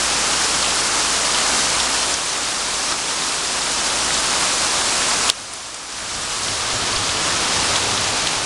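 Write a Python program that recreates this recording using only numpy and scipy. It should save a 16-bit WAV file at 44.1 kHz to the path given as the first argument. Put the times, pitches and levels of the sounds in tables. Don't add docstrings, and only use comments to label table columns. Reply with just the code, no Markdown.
import sys
import numpy as np
from scipy import signal
from scipy.fft import rfft, irfft
from scipy.io import wavfile
from scipy.ndimage import uniform_filter1d

SR = 44100
rng = np.random.default_rng(int(sys.argv[2]) if len(sys.argv) > 2 else 0)


def log_audio(samples):
    frames = np.atleast_2d(samples).T
    limited = np.clip(frames, -1, 1)
    pcm = np.round(limited * 32767).astype(np.int16)
    wavfile.write(sys.argv[1], SR, pcm)


def voltage_ratio(decibels):
    exponent = np.asarray(decibels, float) / 20
    return 10 ** exponent


N = 372644


def evened(x):
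    return x / np.sqrt(np.mean(x ** 2) + 1e-20)


def curves(rows, t_s):
    row_s, *columns = np.transpose(rows)
    return [np.interp(t_s, row_s, column) for column in columns]


def add(mix, start_s, sound):
    part = mix[round(start_s * SR):][:len(sound)]
    part += sound[:len(part)]


def resonate(x, hz, width_hz):
    turn = np.exp(2j * np.pi * np.cumsum(hz * np.ones(len(x))) / SR)
    pole = np.exp(-np.pi * width_hz / SR)
    return 2 * (turn * signal.lfilter([1 - pole], [1, -pole], x / turn)).real


def plink(hz, cycles, glide):
    u = np.arange(0, 1, hz * (1 + glide) / (2 * cycles * SR))
    shape = u ** 0.48 * (1 - u) ** 2.3
    turns = cycles * (2 * u + (glide - 1) * u ** 2) / (1 + glide)
    return shape / shape.max() * np.sin(2 * np.pi * turns)


def rain():
    wash_db, patter_db, drops_per_s = -18, -31.5, 700
    kinds = 40
    hit_db = 3.9 * np.minimum(rng.exponential(1, N), 3.3)
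    hit = voltage_ratio(hit_db) * (rng.random(N) < drops_per_s / SR)
    kind = rng.integers(0, kinds, N)
    patter = np.zeros(N)
    for k, (a, b, c) in enumerate(rng.random((kinds, 3))):
        drop = plink(1500 + 9500 * (k + a) / kinds, 2 + 5 * b, 1.08 + 0.17 * c)
        patter += signal.oaconvolve(hit * (kind == k), drop / np.linalg.norm(drop))[:N]
    both = voltage_ratio(wash_db) * rng.standard_normal(N) + voltage_ratio(patter_db) * evened(patter)

    hz, t_s, z = signal.stft(both, SR, nperseg=1024, noverlap=768)
    patches = rng.standard_normal(z.shape[::-1]).T
    patches = uniform_filter1d(patches, size=24, axis=0)
    patches = evened(uniform_filter1d(patches, size=7, axis=1))
    gusts = evened(uniform_filter1d(rng.standard_normal(len(t_s)), size=6))
    bright = np.clip(hz / 3000, .15, 1)[:, None]
    z = z * voltage_ratio(rain_db(hz, t_s) + 5.5 + bright * (0.48 * patches + 0.38 * gusts))
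    return signal.istft(z, nperseg=1024, noverlap=768)[1][:N]


def rain_db(hz, t_s):
    # (time [s], level [dB])
    downpour = [(0, 0), (.6, 0.2), (1.15, 0), (1.5, 0.9), (2.1, -1), (2.7, -1), (3.3, 1.4), (3.6, 0.4),
                (4.2, 0.6), (4.8, 0), (5.3, 0.8), (5.8, 0.8), (6.1, -2.3), (6.65, -1.5), (7.1, .5),
                (7.5, 2.5), (8, 1.8), (8.45, 1)]
    # (frequency [Hz], density [dB per Hz])
    wash = [(15, -27), (30, -4), (85, -14), (150, -4.5), (210, -8), (245, -3.5), (450, -4), (630, -2),
            (1230, 0.5), (1500, -1.5), (1910, -4), (3000, -2.5), (5200, -1.5), (7500, -4.5), (10000, -8.5)]
    # (centre [Hz], level [dB], share of strength [dB/dB], gain facing the open yard [dB])
    surfaces = [
        (300, 0, 1.13, 1.5),
        (1100, .5, 1.02, -.5),
        (3740, -1.13, 0.87, 0.7),
        (8200, 0.8, 0.89, -2.5),
    ]
    turn_from_s, turn_to_s = 6.4, 6.8

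    wash_hz, wash_db = np.transpose(wash)
    place = np.log(hz + 1)
    centres_hz, own_db, follows, yard_db = np.transpose(surfaces)[:, :, None]
    facing = np.clip((t_s - turn_from_s) / (turn_to_s - turn_from_s), 0, 1)
    log_centres = np.log(centres_hz[:, 0])
    share = np.array([np.interp(place, log_centres, one) for one in np.eye(len(log_centres))])
    surface_db = own_db + follows * curves(downpour, t_s)[0] + yard_db * facing
    return np.interp(place, np.log(wash_hz), wash_db)[:, None] + share.T @ surface_db


def drips():
    # (time [s], peak [dB], pitch [Hz], length [cycles])
    near_drops = [(.627, -6, 4600, 4), (0.643, -10, 3000, 5), (.662, -14, 3000, 6), (1.346, -13, 3050, 10),
                  (1.355, -17, 2950, 12), (1.656, -10, 9800, 5), (1.8008, -8, 3500, 5.4),
                  (1.856, -14, 3900, 4.6), (2.1405, -7, 6000, 7), (2.911, -16, 1150, 2.8),
                  (2.923, -12, 1250, 3.7), (2.9233, -10, 3900, 3), (3.2205, -7.5, 3900, 5.6),
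                  (3.2368, -11, 3700, 5), (3.448, -7.5, 4000, 5), (4.1062, -11, 1900, 4),
                  (4.143, -4, 6000, 3), (4.1505, -10, 4000, 5), (5.292, -10, 2800, 9.9),
                  (5.5362, -3, 10000, 8), (5.5362, -6, 4800, 4), (5.744, -2, 7300, 5),
                  (6.4833, -8, 3600, 4), (6.9295, -13, 4400, 7), (6.961, -12, 4600, 16),
                  (7.0928, -6, 3300, 3.4), (7.7585, -6, 3400, 4), (7.763, -6, 5600, 4),
                  (7.977, -7, 3550, 5), (8.2716, -2, 3600, 4)]
    # (time [s], peak [dB], pitch [Hz], length [cycles], end pitch [factor])
    smack = [
        (5.2990, 1, 5900, 9, .7),
        (5.2990, 2, 9200, 14, .95),
        (5.2990, -1, 6800, 7, 1.1),
        (5.2998, 0, 7700, 13, .95),
        (5.3001, 4, 4400, 12, .5),
    ]
    rebound_s, rebound_db, rebound_pitch = 0.0032, -2.5, 1.1

    falls = [(*row, 0.96) for row in near_drops]
    rebounds = [(s + rebound_s, db + rebound_db, hz * rebound_pitch, cycles, 1)
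                for s, db, hz, cycles in near_drops]
    drops = [*smack, *falls, *rebounds]
    splash = rng.standard_normal((len(drops), 400)) * voltage_ratio(-12 - 40 * np.arange(400) / 400)
    out = np.zeros(N)
    for (s, db, hz, cycles, glide), spray in zip(drops, splash):
        add(out, s, voltage_ratio(db) * plink(hz, cycles, glide))
        add(out, s, voltage_ratio(db) * spray)
    return out


def thunder():
    # (time [s], peak [dB], pitch [Hz])
    thuds = [
        (6.31, -39, 30),
        (6.73, -32, 42),
        (6.96, -25, 36),
        (7.42, -35, 30),
        (7.88, -36, 40),
        (8.13, -34, 45),
    ]

    roll_gain, roll_hz, bed_gain = rolls()
    shocks = rng.standard_normal((2, N)) * (rng.random((2, N)) < 900 / SR)
    roll = resonate(resonate(shocks[0], roll_hz, 36), roll_hz, 36) + 0.4 * resonate(shocks[0], 148, 40)
    roll = roll / np.sqrt(uniform_filter1d(roll ** 2, size=5000) + 1e-12)
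    bed = resonate(resonate(shocks[1], 38, 45), 38, 45)
    out = voltage_ratio(5.0) * (roll_gain * evened(roll) + bed_gain * evened(bed))
    for s, db, hz in thuds:
        add(out, s, voltage_ratio(db) * plink(hz, cycles=1.8, glide=0.99))
    return out


def rolls():
    # (crest time [s], level [dB], centre [Hz])
    crests = [(5.45, -40, 103), (6.15, -42, 105), (6.5, -40, 105), (6.79, -38.5, 111), (7.0, -39, 102),
              (7.18, -38.5, 86), (7.32, -40, 102), (7.59, -38, 89), (7.75, -41, 95), (7.9, -37, 100),
              (8.04, -37.5, 104), (8.4, -42, 101)]
    swell_db_per_s, die_db_per_s = 75, 55
    bed_from_s, bed_rise_s, bed_db = 5.6, .55, -50

    t_s = np.arange(0, N / SR + .01, .005)
    crest_s, db, hz = np.transpose(crests)[:, :, None]
    swell_db = swell_db_per_s * np.minimum(t_s - crest_s, 0)
    die_db = die_db_per_s * np.maximum(t_s - crest_s, 0)
    power = voltage_ratio(db + swell_db - die_db) ** 2
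    total = power.sum(0)
    bed = voltage_ratio(bed_db) * np.clip((t_s - bed_from_s) / bed_rise_s, 0, 1)
    slow = [t_s, np.sqrt(total), (power * hz).sum(0) / total, bed]
    return curves(np.transpose(slow), np.arange(N) / SR)


def hum():
    # (time [s], level [dB])
    hum_level = [(0, -43.5), (1, -46), (2, -44), (3, -48.5), (4, -42), (5, -48.5), (6, -43), (7, -60),
                 (8.45, -53)]
    line_hz = 57.6
    t_s = np.arange(N) / SR
    noise = rng.standard_normal((2, N))
    line = np.sqrt(2) * np.sin(2 * np.pi * line_hz * t_s) + 0.16 * evened(resonate(noise[0], line_hz, 3.1))
    fourth = evened(resonate(noise[1], 236, 9.4))
    return voltage_ratio(curves(hum_level, t_s)[0]) * line + voltage_ratio(-54.0) * fourth


def scene():
    return (rain() + drips() + hum() + thunder())[None]


def gain_control():
    # (time [s], drop [dB])
    ducks = [
        (2.142, 2.5),
        (2.925, 2.44),
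        (5.297, 13),
        (6.975, 1.4),
        (7.766, 0.95),
        (8.273, 0.5),
    ]
    hold_s, recover_s, attack_s = 0.56, 0.48, 0.0084
    t_s, gain = np.arange(N) / SR, np.ones(N)
    for s, db in ducks:
        at = round(s * SR)
        creeping_s = np.maximum(t_s[at:] - s - hold_s, 0)
        gain[at:] = 1 - (1 - gain[at] * voltage_ratio(-db)) * np.exp(-creeping_s / recover_s)
    pole = np.exp(-1 / (attack_s * SR))
    return 1 + signal.lfilter([1 - pole], [1, -pole], gain - 1)


def roll_off(x):
    return signal.sosfilt(signal.butter(12, 16520, fs=SR, output="sos"), x)


def record(dry):
    hz = np.fft.rfftfreq(N, 1 / SR)
    before = 1 / np.sqrt(1 + (hz / 10450) ** 60)
    sampled = np.clip(irfft(rfft(dry * gain_control()) * before, N), -.66, .66)
    halved = sampled * (1 + (-1.) ** np.arange(N))
    after = voltage_ratio(-6 * np.maximum((hz - 10000) / 1000, 0) ** 2) * (hz < 12390)
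    smooth = np.clip(irfft(rfft(halved) * after, N), -.73, .73)
    return roll_off(smooth)


dry = scene()
out = record(dry)
log_audio(out)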